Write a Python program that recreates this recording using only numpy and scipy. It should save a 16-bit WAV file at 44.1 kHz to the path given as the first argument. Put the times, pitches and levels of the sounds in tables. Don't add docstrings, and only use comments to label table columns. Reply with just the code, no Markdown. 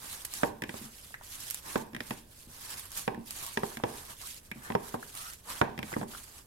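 import sys
import numpy as np
from scipy import signal
from scipy.fft import rfft, irfft, next_fast_len
from scipy.io import wavfile
from scipy.ndimage import uniform_filter1d, map_coordinates

SR = 44100
rng = np.random.default_rng(int(sys.argv[2]) if len(sys.argv) > 2 else 0)


def wrap_up_sound(samples):
    columns = np.atleast_2d(samples).T
    tamed = np.clip(columns, -1, 1)
    steps = np.round(tamed * 32767).astype(np.int16)
    wavfile.write(sys.argv[1], SR, steps)


N = 284886


def amp(db):
    return 10 ** (np.asarray(db) / 20)


def unit(x):
    return x / np.sqrt(np.mean(x ** 2) + 1e-20)


def along(points, hz):
    point_hz, values = np.transpose(points)
    return np.interp(np.log(hz + 1), np.log(point_hz + 1), values)


def wobble(knots_per_s):
    knots = rng.standard_normal(int(N * knots_per_s / SR) + 4)
    return map_coordinates(knots, [np.arange(N) * knots_per_s / SR])


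def filtered(x, response):
    n = x.shape[-1]
    padded = next_fast_len(n + 8192)
    return irfft(rfft(x, padded) * response(np.fft.rfftfreq(padded, 1 / SR)), padded)[..., :n]


def coloured(x, spectrum):
    return filtered(x, lambda hz: amp(along(spectrum, hz)))


def add(track, start_s, sound):
    part = track[:, max(round(start_s * SR), 0):][:, :sound.shape[1]]
    part += sound[:, :part.shape[1]]


# frequency_hz, correlation
PORT_LIKENESS = [(100, 0.99), (250, 0.76), (600, 0.046), (3000, 0.16)]

def diffuse(size):
    def mid_side_gains(hz):
        angle = np.arccos(np.clip(along(PORT_LIKENESS, hz), -1, 1)) / 2
        return np.array([np.cos(angle), np.sin(angle)])
    mid, side = filtered(rng.standard_normal((2, size)), mid_side_gains)
    return np.array([mid + side, mid - side])


# frequency_hz, t60_s
KITCHEN_DECAY = [(150, 0.5), (800, 0.42), (2000, 0.35), (5000, 0.71), (14000, 0.39)]

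def path_to_mic(near_db, near_t60, room_db, lag_s=0.00023):
    t = np.arange(SR // 3) / SR
    near = diffuse(len(t)) * amp(-60 * t / near_t60) * (t > .0012)
    hz, frame_s, bands = signal.stft(diffuse(len(t)), SR, nperseg=256)
    bands = bands * amp(-60 * frame_s / along(KITCHEN_DECAY, hz)[:, None])
    tail = signal.istft(bands, SR, nperseg=256)[1][:, :len(t)] * (t > .006)
    response = (amp(near_db) * unit(near) + amp(room_db) * unit(tail)) / np.sqrt(len(t))
    response[0, round(lag_s * SR)] += 1
    response[1, 0] += 1
    return response


# frequency_hz, gain_db
ROOM_TONE_SPECTRUM = [(20, -1.5), (55, 1.5), (120, -2.5), (220, -11.5), (400, -17), (580, -18.5),
                      (1000, -38), (3000, -72), (16000, -21)]

def room_tone(level_db=-58):
    return amp(level_db) * unit(coloured(diffuse(N), ROOM_TONE_SPECTRUM))


# start_s, firmest_s, end_s, films_db, air_over_films_db
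HAND_SQUEEZES = [(-0.04, 0.111, 0.28, -44, -10), (0.305, 0.352, 0.47, -43, -10),
                 (0.693, 0.782, 0.89, -48.5, -5.5), (0.903, 1.034, 1.16, -52.5, -15),
                 (1.244, 1.43, 1.592, -44.5, -14.5), (1.641, 1.678, 1.808, -43.5, -5),
                 (2.016, 2.087, 2.2, -49, -10), (2.3, 2.469, 2.46, -55, -21), (2.506, 2.752, 2.86, -45, -9),
                 (2.919, 2.978, 3.055, -42, -11), (3.276, 3.423, 3.576, -43, -11),
                 (3.62, 3.66, 3.8, -47.5, -8.5), (3.862, 3.978, 4.057, -46, -5),
                 (4.084, 4.101, 4.14, -46, -6.5), (4.187, 4.285, 4.366, -45, -28),
                 (4.397, 4.46, 4.49, -58.5, -22), (4.57, 4.69, 4.76, -51, -2), (4.8, 4.87, 4.96, -51.5, -1),
                 (4.96, 5.105, 5.13, -51.5, -14), (5.122, 5.22, 5.35, -44.5, -23),
                 (5.475, 5.503, 5.6, -41.5, -7), (5.842, 5.903, 6.027, -48, -7),
                 (6.084, 6.12, 6.26, -47, -13), (6.273, 6.47, 6.38, -48.5, -9.5)]

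def squeezing(swell_db=8, ease_db=6.5, roundness=1.37, grip_db_per_s=319, release_db_per_s=277):
    t = np.arange(N) / SR
    films_power, air_power = amp(-68) ** 2, amp(-71.5) ** 2
    for start_s, firmest_s, end_s, films_db, air_over_films_db in HAND_SQUEEZES:
        early = np.clip((firmest_s - t) / max(firmest_s - start_s, 1 / SR), 0, 1)
        late = np.clip((t - firmest_s) / max(end_s - firmest_s, 1 / SR), 0, 1)
        level_db = films_db - swell_db * early ** roundness - ease_db * late ** roundness
        level_db -= grip_db_per_s * np.maximum(start_s - t, 0)
        level_db -= release_db_per_s * np.maximum(t - end_s, 0)
        films_power += amp(level_db) ** 2
        air_power += amp(level_db + air_over_films_db) ** 2
    return 10 * np.log10(films_power), 10 * np.log10(air_power)


def crackle(spectrum, per_s, spread_db, wash_db):
    when, spot, sign = rng.random((3, int(per_s * N / SR)))
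    size = amp(spread_db * np.clip(rng.standard_normal(len(when)), -3, 3)) * np.sign(sign - .5)
    lag_s = .0008 * spot
    direct = np.array([np.bincount((when * N + s * SR).astype(int), size, N)[:N] for s in (lag_s, 0)])
    echo_power = signal.lfilter([1], [1, -np.exp(-1 / (0.013 * SR))], direct[1] ** 2)
    wash = np.sqrt(echo_power) * diffuse(N)
    return unit(coloured(unit(direct) + amp(wash_db) * unit(wash), spectrum))


def patchy(x, depth_db):
    bands = signal.stft(x, nperseg=256)[2]
    patches = uniform_filter1d(rng.standard_normal(bands.shape[1:]), size=4, axis=0)
    patches = uniform_filter1d(patches, size=6, axis=1)
    gain = amp(depth_db * np.clip(unit(patches), -2, 2))
    return unit(signal.istft(bands * gain, nperseg=256)[1][:, :N])


# frequency_hz, gain_db
FILM_SPECTRUM = [(300, -38), (550, -26), (900, -7.5), (1700, -2), (3000, 0.5), (6000, -2), (9000, -1),
                 (16000, -1)]
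# frequency_hz, gain_db
POCKET_SPECTRUM = [(300, -10), (650, -14), (880, -5.5), (1150, -2), (1400, -5), (1700, -4.5), (3000, -23)]

def meat_fizz(tearing_db, air_db):
    clumps = amp(tearing_db + 1.7 * wobble(50) + 0.73 * wobble(350))
    films = crackle(FILM_SPECTRUM, per_s=3200, spread_db=3.5, wash_db=1.5)
    films = patchy(films, depth_db=2.4)
    pockets = crackle(POCKET_SPECTRUM, per_s=2000, spread_db=3, wash_db=0) * amp(2 * wobble(35))
    return clumps * films + amp(air_db) * pockets


def struck_bowl(modes, path, attack_s):
    t = np.arange(SR // 5) / SR
    hz, db, t60 = np.transpose(modes)[:, :, None]
    detune, strength_db = rng.standard_normal((2, len(modes), 1))
    hz = hz * (1 + .01 * detune)
    ring = np.sum(amp(db + strength_db - 60 * t / t60) * np.sin(2 * np.pi * hz * t), axis=0)
    bass_cut = signal.butter(2, .7 * hz.min(), "high", fs=SR)
    ring = signal.lfilter(*bass_cut, ring * (1 - np.exp(-t / attack_s)))
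    heard = signal.fftconvolve(ring[None], path, axes=1)
    return heard / np.sqrt(np.mean(heard[:, :round(.03 * SR)] ** 2))


# pitch_hz, gain_db, t60_s
FOOT_MODES = [(140, -10.5, 0.11), (204, 8, 0.022), (224.2, -7, 0.12), (288, -8, 0.04)]
# start_s, level_db
MEAT_FLOPS = [(0.813, -49.5), (0.841, -51), (2.471, -57), (3.176, -41), (4.558, -48.5), (5.965, -39.5)]

def thuds(press_over_films_db=-21):
    out = np.zeros((2, N))
    presses = [(firmest_s, db + press_over_films_db) for _, firmest_s, _, db, _ in HAND_SQUEEZES]
    for start_s, level_db in MEAT_FLOPS + presses:
        path = path_to_mic(near_db=1.5, near_t60=0.12, room_db=-5.5)
        add(out, start_s, amp(level_db) * struck_bowl(FOOT_MODES, path, attack_s=0.0039))
    return out


# frequency_hz, gain_db
SNAP_SPECTRUM = [(500, -23), (1500, -4.5), (4000, -7.5), (9000, -2.5), (16000, 1.5)]

def snap(t60, spray_db, spray_t60):
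    t = np.arange(SR // 12) / SR
    envelope = amp(-60 * t / t60) + amp(spray_db - 60 * t / spray_t60)
    return envelope * unit(coloured(rng.standard_normal((2, len(t))), SNAP_SPECTRUM))


# start_s, level_db (before trim_db)
LOUD_SMACKS = [(0.2492, -33), (0.252, -30), (0.338, -28), (1.501, -28.5), (1.509, -27.5), (1.545, -28),
               (2.7953, -34.5), (2.918, -38), (2.9745, -30), (2.9946, -32.5), (3.3077, -30), (3.4651, -32),
               (4.052, -44), (4.105, -46), (5.152, -35.5), (5.335, -39.5)]

def smacks(tearing_db, trim_db=3, lesser_per_s=9, lift_db=5, scatter_db=2.5):
    out = np.zeros((2, N))
    lesser = [(when * N / SR, tearing_db[int(when * N)] + lift_db + scatter_db * (2 * strength - 1))
              for when, strength in rng.random((int(lesser_per_s * N / SR), 2))]
    for start_s, level_db in LOUD_SMACKS + lesser:
        add(out, start_s, amp(level_db + trim_db) * snap(t60=0.0046, spray_db=-11, spray_t60=0.078))
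    return out


def base_slap(hz, lag_s=0.00073):
    t = np.arange(SR // 100) / SR - np.array([[lag_s], [0]])
    phase = 2 * np.pi * hz * t - np.pi
    return -phase * np.exp((1 - phase ** 2) / 2)


# start_s, clack_db, rim_over_clack_db, pitch_hz, rebounds
BOWL_LANDINGS = [(0.433, -26.5, -9, 716, False), (0.621, -46.5, 6.5, 600, True),
                 (0.693, -49, 5.5, 600, False), (0.741, -49, -7, 410, False),
                 (1.757, -29.5, -9, 718, False), (1.933, -58.5, 1, 760, False),
                 (1.948, -53, 10, 806.4, True), (2.005, -49.5, 9.5, 530, False),
                 (2.108, -40.5, 1, 850, False), (3.078, -31.5, -7.5, 576, False),
                 (3.146, -55, 4, 700, False), (3.573, -34, -1, 536, False), (3.633, -34, -13, 493.5, False),
                 (3.771, -52, 8, 860, False), (3.837, -31, -8.5, 497, False),
                 (4.515, -55.5, 11, 800, False), (4.702, -37.5, -9, 594, False),
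                 (4.721, -54, 6, 770, False), (4.751, -28.5, -12, 560, False),
                 (4.942, -37, -14.5, 520, False), (5.614, -24, -8.5, 890, False),
                 (5.778, -51, 4, 660, False), (5.79, -45.5, 3, 773, False),
                 (5.829, -48.5, 6.5, 726.3, False), (5.928, -48, -2, 446, False),
                 (5.965, -38.5, -17, 445, False), (6.013, -41.5, -13, 635, True)]

def contacts(rebound_s=0.0165, loss_db=1.5):
    for start_s, clack_db, rim_over_clack_db, pitch_hz, rebounds in BOWL_LANDINGS:
        rim_db = clack_db + rim_over_clack_db
        yield start_s, clack_db, rim_db, pitch_hz
        if rebounds:
            yield start_s + rebound_s, clack_db - loss_db, rim_db - loss_db, pitch_hz


# pitch_hz, gain_db, t60_s
WALL_MODES = [(413.4, -13.5, 0.078), (472.5, -5, 0.026), (594, -18.5, 0.063), (659, -24.5, 0.048),
              (737, 1.5, 0.0078), (797, -17.5, 0.063), (896, -12, 0.042), (977, 3, 0.011),
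              (1507, 6, 0.0086)]
# pitch_hz, gain_db, t60_s
RIM_MODES = [(1735, -2.5, 0.0097), (1936, 11, 0.0047), (2270, 3.5, 0.0069), (2536, 4, 0.005),
             (3040, 4, 0.0029), (5300, -4, 0.0034)]

def bowl_knocks(thump_pivot_db=-42.5, thump_growth=0.55, thump_db_per_octave=4.5, focus_db=5):
    out = np.zeros((2, N))
    t = np.arange(SR // 50) / SR
    for start_s, clack_db, rim_db, pitch_hz in contacts():
        thump_db = thump_pivot_db + thump_growth * (clack_db - thump_pivot_db)
        thump_db += thump_db_per_octave * np.log2(pitch_hz / 600)
        foot_path = path_to_mic(near_db=1, near_t60=0.073, room_db=-6)
        wall_path = path_to_mic(near_db=-1, near_t60=.045, room_db=-5.5, lag_s=.0006)
        rim_path = path_to_mic(near_db=-3, near_t60=.025, room_db=-10, lag_s=.0006)
        thump = amp(thump_db) * struck_bowl(FOOT_MODES, foot_path, attack_s=0.00076)
        wall = [(hz, db - focus_db * np.log2(hz / pitch_hz) ** 2, t60) for hz, db, t60 in WALL_MODES]
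        clack = amp(clack_db - 2) * struck_bowl(wall, wall_path, attack_s=0.0006)
        rim = [(hz, db + rng.normal(0, 1.9), t60) for hz, db, t60 in RIM_MODES]
        rim_ring = amp(rim_db - 1) * struck_bowl(rim, rim_path, attack_s=0.0007)
        add(out, start_s, thump + clack + rim_ring)
        add(out, start_s + 0.00038, amp(clack_db + 13.5) * base_slap(1.236 * pitch_hz))
        tick = rng.standard_normal(len(t)) * amp(-60 * t / 0.01)
        add(out, start_s, amp(rim_db - 6) * signal.fftconvolve(tick[None], rim_path, axes=1))
        if rim_db > clack_db:
            add(out, start_s, amp(rim_db + 2) * snap(t60=0.0037, spray_db=-10, spray_t60=0.042))
    return out


# start_s, peak_db (before trim_db), pitch_hz
CAVITY_POPS = [(1.106, -46.5, 1060), (1.141, -26, 1830), (1.211, -38, 1090), (3.799, -33, 1040),
               (4.516, -29.5, 2260), (5.027, -29.5, 1580), (5.918, -32, 1242), (5.937, -25, 1790),
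               (6.134, -34.5, 1340), (6.148, -30, 1360)]

def suction_pops(trim_db=-3, t60=0.006, rise=2):
    out = np.zeros((2, N))
    t = np.arange(SR // 20) / SR
    envelope = amp(-60 * t / t60) * (1 - np.exp(-t / 0.00067))
    for start_s, peak_db, pitch_hz in CAVITY_POPS:
        ring = envelope * np.sin(2 * np.pi * pitch_hz * t * (1 + rise * t))
        path = path_to_mic(near_db=0.5, near_t60=0.034, room_db=-6.5)
        heard = signal.fftconvolve(ring[None], path, axes=1)
        add(out, start_s + 0.000795, amp(peak_db + trim_db) * heard / np.abs(heard).max())
    return out


# start_s, length_s, level_db, first_hz, last_hz
AIR_SQUELCHES = [(3.382, 0.13, -55, 1300, 955), (4.204, 0.087, -57, 897, 1807),
                 (4.615, 0.093, -52, 1700, 1650), (5.135, 0.21, -52.5, 1105, 1558),
                 (5.465, 0.11, -51.5, 1054, 1451)]

def squelches(width_hz=210):
    out = np.zeros((2, N))
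    for start_s, length_s, level_db, first_hz, last_hz in AIR_SQUELCHES:
        size = round(length_s * SR)
        progress = np.linspace(0, 1, size)
        flutter = filtered(rng.standard_normal(size), lambda hz: 1 / (1 + (hz / width_hz) ** 2))
        pitch_hz = first_hz * (last_hz / first_hz) ** progress
        swell = np.sqrt(progress * (1 - progress))
        ring = swell * flutter * np.sin(2 * np.pi * np.cumsum(pitch_hz) / SR)
        path = path_to_mic(near_db=7, near_t60=0.018, room_db=-12)
        heard = signal.fftconvolve(unit(ring)[None], path, axes=1)
        add(out, start_s, amp(level_db) * heard / np.sqrt(np.sum(heard ** 2) / (2 * size)))
    return out


def scene():
    tearing_db, air_db = squeezing()
    meat = meat_fizz(tearing_db, air_db) + smacks(tearing_db) + squelches() + suction_pops()
    bowl = bowl_knocks() + thuds()
    return meat + bowl + room_tone()


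# frequency_hz, gain_db
LEFT_RESPONSE = [(200, 0.5), (700, 3.5), (1300, -1), (8000, 4), (9500, 4), (11500, -6), (15500, -12)]
RIGHT_RESPONSE = [(200, 1), (700, 8.5), (1300, 0.5), (8000, 5), (10000, 5.5), (12000, 9), (13500, 0),
                  (15500, -5.5)]

def record(dry, top_hz=15900):
    ports = np.array([coloured(dry[0], LEFT_RESPONSE), coloured(dry[1], RIGHT_RESPONSE)])
    return filtered(ports, lambda hz: hz < top_hz)


dry = scene()
out = record(dry)
wrap_up_sound(out)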